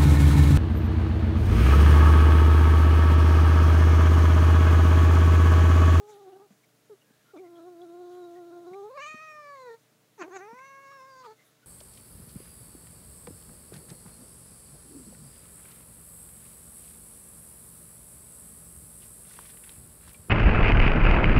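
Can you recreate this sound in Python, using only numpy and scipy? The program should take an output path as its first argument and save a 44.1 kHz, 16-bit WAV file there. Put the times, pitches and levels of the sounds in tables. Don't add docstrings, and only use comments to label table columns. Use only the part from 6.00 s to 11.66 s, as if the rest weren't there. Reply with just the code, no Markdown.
import sys
import numpy as np
from scipy import signal
from scipy.fft import rfft, irfft, next_fast_len
from scipy.io import wavfile
from scipy.ndimage import uniform_filter1d

SR = 44100
rng = np.random.default_rng(int(sys.argv[2]) if len(sys.argv) > 2 else 0)


def master(y):
    cut = np.clip(np.atleast_2d(y).T, -1, 1)
    pcm = np.round(cut * 32767)
    wavfile.write(sys.argv[1], SR, pcm.astype(np.int16))


N = 249606
T = np.arange(N) / SR


def undb(db):
    return 10 ** (np.asarray(db) / 20)


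def unit(x):
    return x / np.sqrt(np.mean(x ** 2))


def curves(table):
    times_s, *columns = np.transpose(table)
    return [np.interp(T, times_s, column) for column in columns]


def colour(x, gain):
    size = next_fast_len(N)
    return irfft(rfft(x, size) * gain(np.arange(size // 2 + 1) * SR / size), size)[:N]


def coloured_noise(gain):
    return unit(colour(rng.standard_normal(N), gain))


def walk(rate_hz):
    steps = rng.standard_normal(N // 32)
    return unit(np.interp(T * rate_hz, np.arange(len(steps)), steps))


def glide(x, span_s):
    return uniform_filter1d(x, size=max(int(span_s * SR), 1), axis=-1)


def resonance(hz, centre_hz, width_hz):
    return 1 / (1 - (hz / centre_hz) ** 2 + 1j * hz * width_hz / centre_hz ** 2)


def peak(hz, centre_hz, width_hz):
    return 1 / (1 + ((hz - centre_hz) / width_hz) ** 2) ** 2


def voice_controls(attack_s=0.0049, release_s=0.0099, scoop=.22, scoop_s=.01):
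    # time in seconds, pitch in Hz, level in dB.
    growl = [(0.02, 410, -50.5), (0.098, 422.6, -48.5), (0.12, 409, -49.5), (0.196, 416, -51),
             (0.288, 372.3, -51.5), (0.308, 405, -52), (0.332, 360.6, -49), (0.442, 404.8, -55),
             (0.47, 386, -62)]
    grunt = [(0.9, 405.5, -48), (0.922, 418.8, -46.5), (0.945, 385, -50)]
    moan = [(1.345, 356, -45.5), (1.379, 308, -47), (1.405, 383, -46), (1.473, 337, -49.5),
            (1.499, 351, -48), (1.627, 329, -47.5), (1.679, 366, -46), (1.761, 338, -49), (1.839, 359, -44),
            (1.865, 334.5, -47), (2.011, 361.2, -43.5), (2.033, 351.6, -44), (2.179, 357.2, -43),
            (2.329, 344.2, -46), (2.377, 362, -44.5), (2.437, 338, -46), (2.661, 349.3, -45),
            (2.673, 366, -43), (2.699, 352.4, -42.5), (2.771, 402.5, -40.5), (2.823, 398.4, -40.5),
            (2.89, 441, -44)]
    rise = [(2.89, 459, -47.5), (2.912, 536, -46), (2.928, 513, -48.5), (2.964, 606, -45.5)]
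    yowl = [(2.98, 552, -40.5), (2.996, 530, -39.5), (3.026, 602, -39.5), (3.052, 581.5, -41.5),
            (3.08, 616, -39), (3.178, 621, -45.5), (3.24, 632.2, -46), (3.536, 563, -48.5),
            (3.592, 525, -48), (3.67, 495, -45.5), (3.71, 452, -44.5), (3.752, 457, -45.5)]
    snarl = [(4.186, 416, -54), (4.198, 401.7, -41.5), (4.234, 295.8, -40.5), (4.244, 295.4, -40),
             (4.264, 372, -44.5), (4.286, 411.8, -51), (4.3, 368, -52)]
    second_snarl = [(4.305, 338.4, -50), (4.337, 397.6, -45), (4.349, 392, -42.5), (4.383, 352.7, -48),
                    (4.4, 349.8, -49)]
    last_yowl = [(4.41, 378, -46), (4.57, 506.6, -50), (4.658, 544.5, -50), (4.966, 550.8, -50.5),
                 (5.008, 518.6, -48.5), (5.064, 537.7, -51.5), (5.228, 514, -52), (5.29, 431, -49.5),
                 (5.325, 439, -52)]
    # course, start and end in seconds,
    # first and second resonance in Hz, tilt in dB/octave, start and end treble in dB, roughness 0-1.
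    calls = [(growl, 0, 0.464, 674, 1350, -17.5, -39, -30, .42),
             (grunt, .896, 0.94, 100, 1400, -11.5, -35, -29, 0.3007),
             (moan, 1.334, 2.89, 598, 1296, -11.5, -32, -29.5, .21),
             (rise, 2.89, 2.974, 650, 2500, -17, -30, -23.5, 0.282),
             (yowl, 2.974, 3.746, 490, 1760, -9, -30, -22, 0.161),
             (snarl, 4.177, 4.303, 290, 900, -6, -28.5, -27.5, .35),
             (second_snarl, 4.303, 4.405, 424, 1210, -7.5, -33, -21.5, .24),
             (last_yowl, 4.405, 5.324, 452, 1400, -6.5, -36, -17, .19)]
    envelope, controls = np.zeros(N), 0
    for course, start_s, end_s, first_hz, second_hz, tilt_db, early_db, late_db, rough in calls:
        age_s = np.maximum(T - start_s, 0)
        pitch_hz, level_db = curves(course)
        from_silence = start_s > 0 and envelope[int(start_s * SR)] < .5
        pitch_hz = pitch_hz * (1 + from_silence * scoop * np.exp(-age_s / scoop_s))
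        treble_db = np.interp(T, [start_s, end_s], [early_db, late_db])
        call = np.broadcast_arrays(pitch_hz, level_db, first_hz, second_hz, tilt_db, treble_db, rough)
        controls = np.where(T >= start_s, call, controls)
        attack = np.minimum(age_s / attack_s, 1) if from_silence else T >= start_s
        release = np.exp(-np.maximum(T - end_s, 0) / release_s)
        envelope = np.maximum(envelope, attack * release)
    return envelope, *glide(controls[:2], span_s=0.0027), *glide(controls[2:], span_s=0.027)


def strains():
    # centre and half length in seconds, roughness 0-1, tilt in dB/octave, treble in dB.
    spells = [(.37, .12, .42, 4, 3), (1.369, 0.014, 0.7, 6, 6), (1.41, .02, 0.21, -13, -6),
              (1.595, 0.049, 0.1, 4, 5.5), (2.604, 0.12, 0.28, 1.5, 0), (2.837, 0.073, 0, -5, -2.5),
              (2.955, .014, 0, -2, -2), (3.065, 0.095, 0.12, 2, 3), (3.721, 0.05, 0.25, -2, -2),
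              (4.231, 0.0172, .75, 4.5, 1.5), (4.279, 0.034, .75, -4.5, -10), (4.374, 0.0175, 0.56, 2, 4),
              (4.52, .05, 0.14, -3, 4), (4.662, 0.047, 0, 2.5, 4.5), (5.204, 0.022, 0.06, 2.5, 5),
              (5.276, .05, 0.4, 0, -2.5)]
    swells = np.array([np.exp(-((T - centre_s) / half_s) ** 2) for centre_s, half_s, *_ in spells])
    return np.array(spells)[:, 2:].T @ swells


def throat(hz, first_hz, second_hz, third_hz, opening, damping, mouth_loss_hz=250, notch_db=-9):
    first = resonance(hz, first_hz, width_hz=350)
    second = resonance(hz, second_hz, width_hz=200 + mouth_loss_hz * opening * damping)
    third = resonance(hz, third_hz, width_hz=900 - 350 * opening)
    cavity_db = notch_db * (0.5 - opening) * np.exp(-((hz - 1000) / 90) ** 2)
    return first * second * third * undb(cavity_db)


def cat(rest_hz=348, waver=0.02208, shut_waver=0.0161, jitter=.03, throb=0.35, shimmer=0.12,
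        rasp=0.1, treble_rasp=0.98, drift=0.22, sway_db=.3, flicker_db=3):
    # time in seconds, mouth opening 0-1.
    jaw = [(2.85, 0), (2.965, 0.22), (3.02, 0.86), (3.1, 0.98), (3.4, 0.5), (3.55, 0.22), (3.72, 0.01),
           (4.18, .9), (4.37, 0.93), (4.5, 0.6), (4.65, 0.8), (4.9, 0.66), (5.2, 0.26), (5.33, .2)]
    # centre in Hz, width in Hz, level in dB.
    head = [(3750, 300, -9), (4400, 400, -9), (5500, 350, -11), (6600, 500, -10), (7900, 700, -17)]
    envelope, pitch_hz, level_db, first_hz, second_hz, tilt_db, treble_db, rough = voice_controls()
    mouth, = curves(jaw)
    opening = np.clip(mouth / 0.165, 0, 1)
    strain_rough, strain_tilt_db, strain_treble_db = strains()
    rough = rough + strain_rough
    damping = 1 + 2 * rough

    climb_hz = pitch_hz - rest_hz
    first_hz = first_hz + 2.6 * climb_hz
    second_hz = second_hz + 0.68 * climb_hz + 508 * mouth
    third_hz = 2380 + 0.51 * climb_hz + 220 * mouth
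    ring_hz = 3870 + 2825 * mouth
    tilt_db = tilt_db + 9 * mouth + strain_tilt_db
    treble_db = treble_db + 10 * mouth + strain_treble_db

    quaver = (waver + shut_waver * (1 - opening)) * walk(55)
    fold_hz = pitch_hz * (1 + rough * (quaver + jitter * walk(330)))
    cycle = np.exp(2j * np.pi * np.cumsum(fold_hz) / SR)
    wave = -1
    body = body_power = edge = edge_power = 0
    for k in range(1, 22):
        hz = k * pitch_hz
        wave = wave * cycle
        turbulence = rough * (walk(480) + 1j * walk(480))
        if k <= 10:
            source = undb(tilt_db * np.log2(k)) / np.sqrt(1 + (hz / 3400) ** 16)
            gain = source * throat(hz, first_hz, second_hz, third_hz, opening, damping)
            flutter = 1 + (k > 1) * (rasp * k * turbulence + drift * walk(28))
            body += (gain * wave * flutter).real
            body_power += np.abs(gain) ** 2
        if k >= 5:
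            head_power = sum(undb(db) ** 2 * peak(hz, centre, width) for centre, width, db in head)
            power = peak(hz, ring_hz, width_hz=170 * damping) + head_power
            flicker = undb(flicker_db * walk(16))
            edge += np.sqrt(power) * flicker * (wave * (1 + treble_rasp * turbulence)).real
            edge_power += power * (1 + 2 * (treble_rasp * rough) ** 2)
    voice = body * np.sqrt(2 / body_power) + undb(treble_db) * edge * np.sqrt(2 / edge_power)
    shake = np.exp(rough * (throb * walk(60) + shimmer * walk(350)))
    return envelope * shake * crack() * rattle() * undb(level_db + sway_db * walk(17)) * voice


def background(hiss_db=-67):
    # frequency in Hz, relative hiss density in dB.
    spectrum = [(25, -29), (60, -20), (90, -20), (115, -11.5), (170, -7), (250, -8.5), (350, -12.5),
                (650, -12.5), (850, -18), (1250, -17.5), (2100, -20), (3500, -22.5), (8000, -24.5),
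                (15500, -27)]
    # hum frequency in Hz, rms level in dB.
    tones = [(120, -76), (148, -79), (296, -80), (443, -79), (595, -92), (620, -83.5)]
    points_hz, density_db = np.transpose(spectrum)
    hiss = coloured_noise(lambda f: undb(np.interp(np.log(f + 1), np.log(points_hz), density_db)))
    hum = sum(undb(db) * np.sqrt(2) * np.sin(2 * np.pi * (hz * T + rng.random())) for hz, db in tones)
    return undb(hiss_db) * hiss + hum


def rustle(level_db=-83, wander_db=3, flicker_db=3):
    # centre in seconds, rise above rest in dB, half length in seconds.
    strokes = [(.11, 7.5, 0.054), (0.364, 2.5, 0.084), (0.526, 9, 0.012), (1.37, 4, 0.026),
               (1.794, 4, 0.073), (2.345, 7, 0.065), (3.569, 8, .03), (5.27, 3, 0.086)]
    swell_db = sum(db * np.exp(-((T - centre_s) / half_s) ** 2) for centre_s, db, half_s in strokes)
    swell_db += wander_db * walk(6.96)
    out = 0
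    for hz, band_db in [(1400, -1.0), (2100, -3), (3600, -0.5), (6500, 0), (11000, -4)]:
        band = coloured_noise(lambda f: peak(f, hz, hz / 3))
        out += band * undb(level_db + band_db + swell_db + flicker_db * walk(30))
    return out


def scuffs_and_breath(relative_width=0.046, brush_db=-10):
    # centre in seconds, level in dB, band centre in Hz, half length in seconds.
    # The row at 1.293 s is a faint whistling breath through the cat's nose just before the moan.
    swells = [(0.33, -72, 2900, 0.028), (0.528, -80, 1720, 0.021), (0.644, -65, 2200, 0.014),
              (0.855, -70, 1760, 0.02), (1.017, -70, 2900, .025), (1.138, -75, 1640, 0.15),
              (1.293, -64.5, 1398, 0.056), (1.387, -61, 2300, 0.027), (1.463, -66.5, 2100, 0.039),
              (1.566, -68.5, 3270, .025), (1.821, -66, 3500, 0.017), (2.368, -65, 1890, 0.044),
              (2.74, -55.5, 2240, 0.013), (3.21, -77, 3564, 0.018), (3.562, -65.5, 2106, 0.026),
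              (4.591, -56.5, 2140, 0.021), (4.924, -61, 1190, 0.029), (5.253, -51, 1230, 0.035),
              (5.407, -64, 2070, 0.039), (5.466, -73.5, 3700, .035), (5.637, -65.5, 1496, 0.02)]
    noise = rng.standard_normal(N)
    brush = coloured_noise(lambda f: f / (f + 800) / (1 + (f / 3500) ** 2))
    out = 0
    for centre_s, db, hz, half_s in swells:
        band = unit(colour(noise, lambda f: 1 / (1 + ((f / hz - 1) / relative_width) ** 2)))
        swell = np.cos(np.pi / 2 * np.clip((T - centre_s) / half_s, -1, 1)) ** 2
        out += undb(db) * swell * (band + undb(brush_db) * brush)
    return out


def bumps(knock_db=-12, knock_hz=400, attack_s=0.00051, low_cut_hz=125):
    # start in seconds, level in dB, ring frequency in Hz, T60 in seconds.
    hits = [(.505, -45.5, 196.3, 0.097), (1.107, -50, 255, 0.024), (2.71, -47, 191, 0.068),
            (3.142, -37, 238, 0.039), (4.221, -47, 199, 0.048), (4.529, -40, 233, 0.045)]
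    knock = coloured_noise(lambda f: f / (f + 150) / (1 + (f / knock_hz) ** 2))
    out = 0
    for start_s, db, hz, t60_s in hits:
        age_s = np.maximum(T - start_s, 0)
        attack = 1 - np.exp(-age_s / attack_s)
        decay = np.exp(-np.log(1000) * np.minimum(age_s / t60_s, 10))
        out += undb(db) * attack * decay * (np.sin(2 * np.pi * hz * age_s) + undb(knock_db) * knock)
    return signal.sosfilt(signal.butter(4, low_cut_hz, "high", fs=SR, output="sos"), out)


def crack(start_s=2.975, jolt_db=2.5, decay_s=0.011):
    return undb(jolt_db * (T > start_s) * np.exp(-np.abs(T - start_s) / decay_s))


def rattle(start_s=4.274, length_s=.028, rate_hz=64, depth_db=10):
    age_s = T - start_s
    window = np.exp(-((age_s - length_s / 2) / (length_s / 2 + .5 / rate_hz)) ** 8)
    beat = np.abs(np.sin(np.pi * rate_hz * age_s)) - 2 / np.pi
    return undb(depth_db * window * beat)


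def room(x, wet_db=-21, t60_s=0.15, delay_s=.003, dull_hz=4000):
    age_s = T[:SR // 2]
    tail = rng.standard_normal(len(age_s)) * np.exp(-np.log(1000) * age_s / t60_s) * (age_s > delay_s)
    wet = signal.fftconvolve(x, tail / np.sqrt(np.sum(tail ** 2)))[:N]
    return x + undb(wet_db) * colour(wet, lambda f: 1 / np.sqrt(1 + (f / dull_hz) ** 2))


def scene():
    return (room(cat() + scuffs_and_breath()) + rustle() + bumps() + background())[None]


def record(dry, low_cut_hz=60, top_hz=15760):
    thin = signal.sosfilt(signal.butter(1, low_cut_hz, "high", fs=SR, output="sos"), dry)
    return signal.sosfilt(signal.ellip(12, .1, 70, top_hz, fs=SR, output="sos"), thin)


dry = scene()
out = record(dry)
master(out)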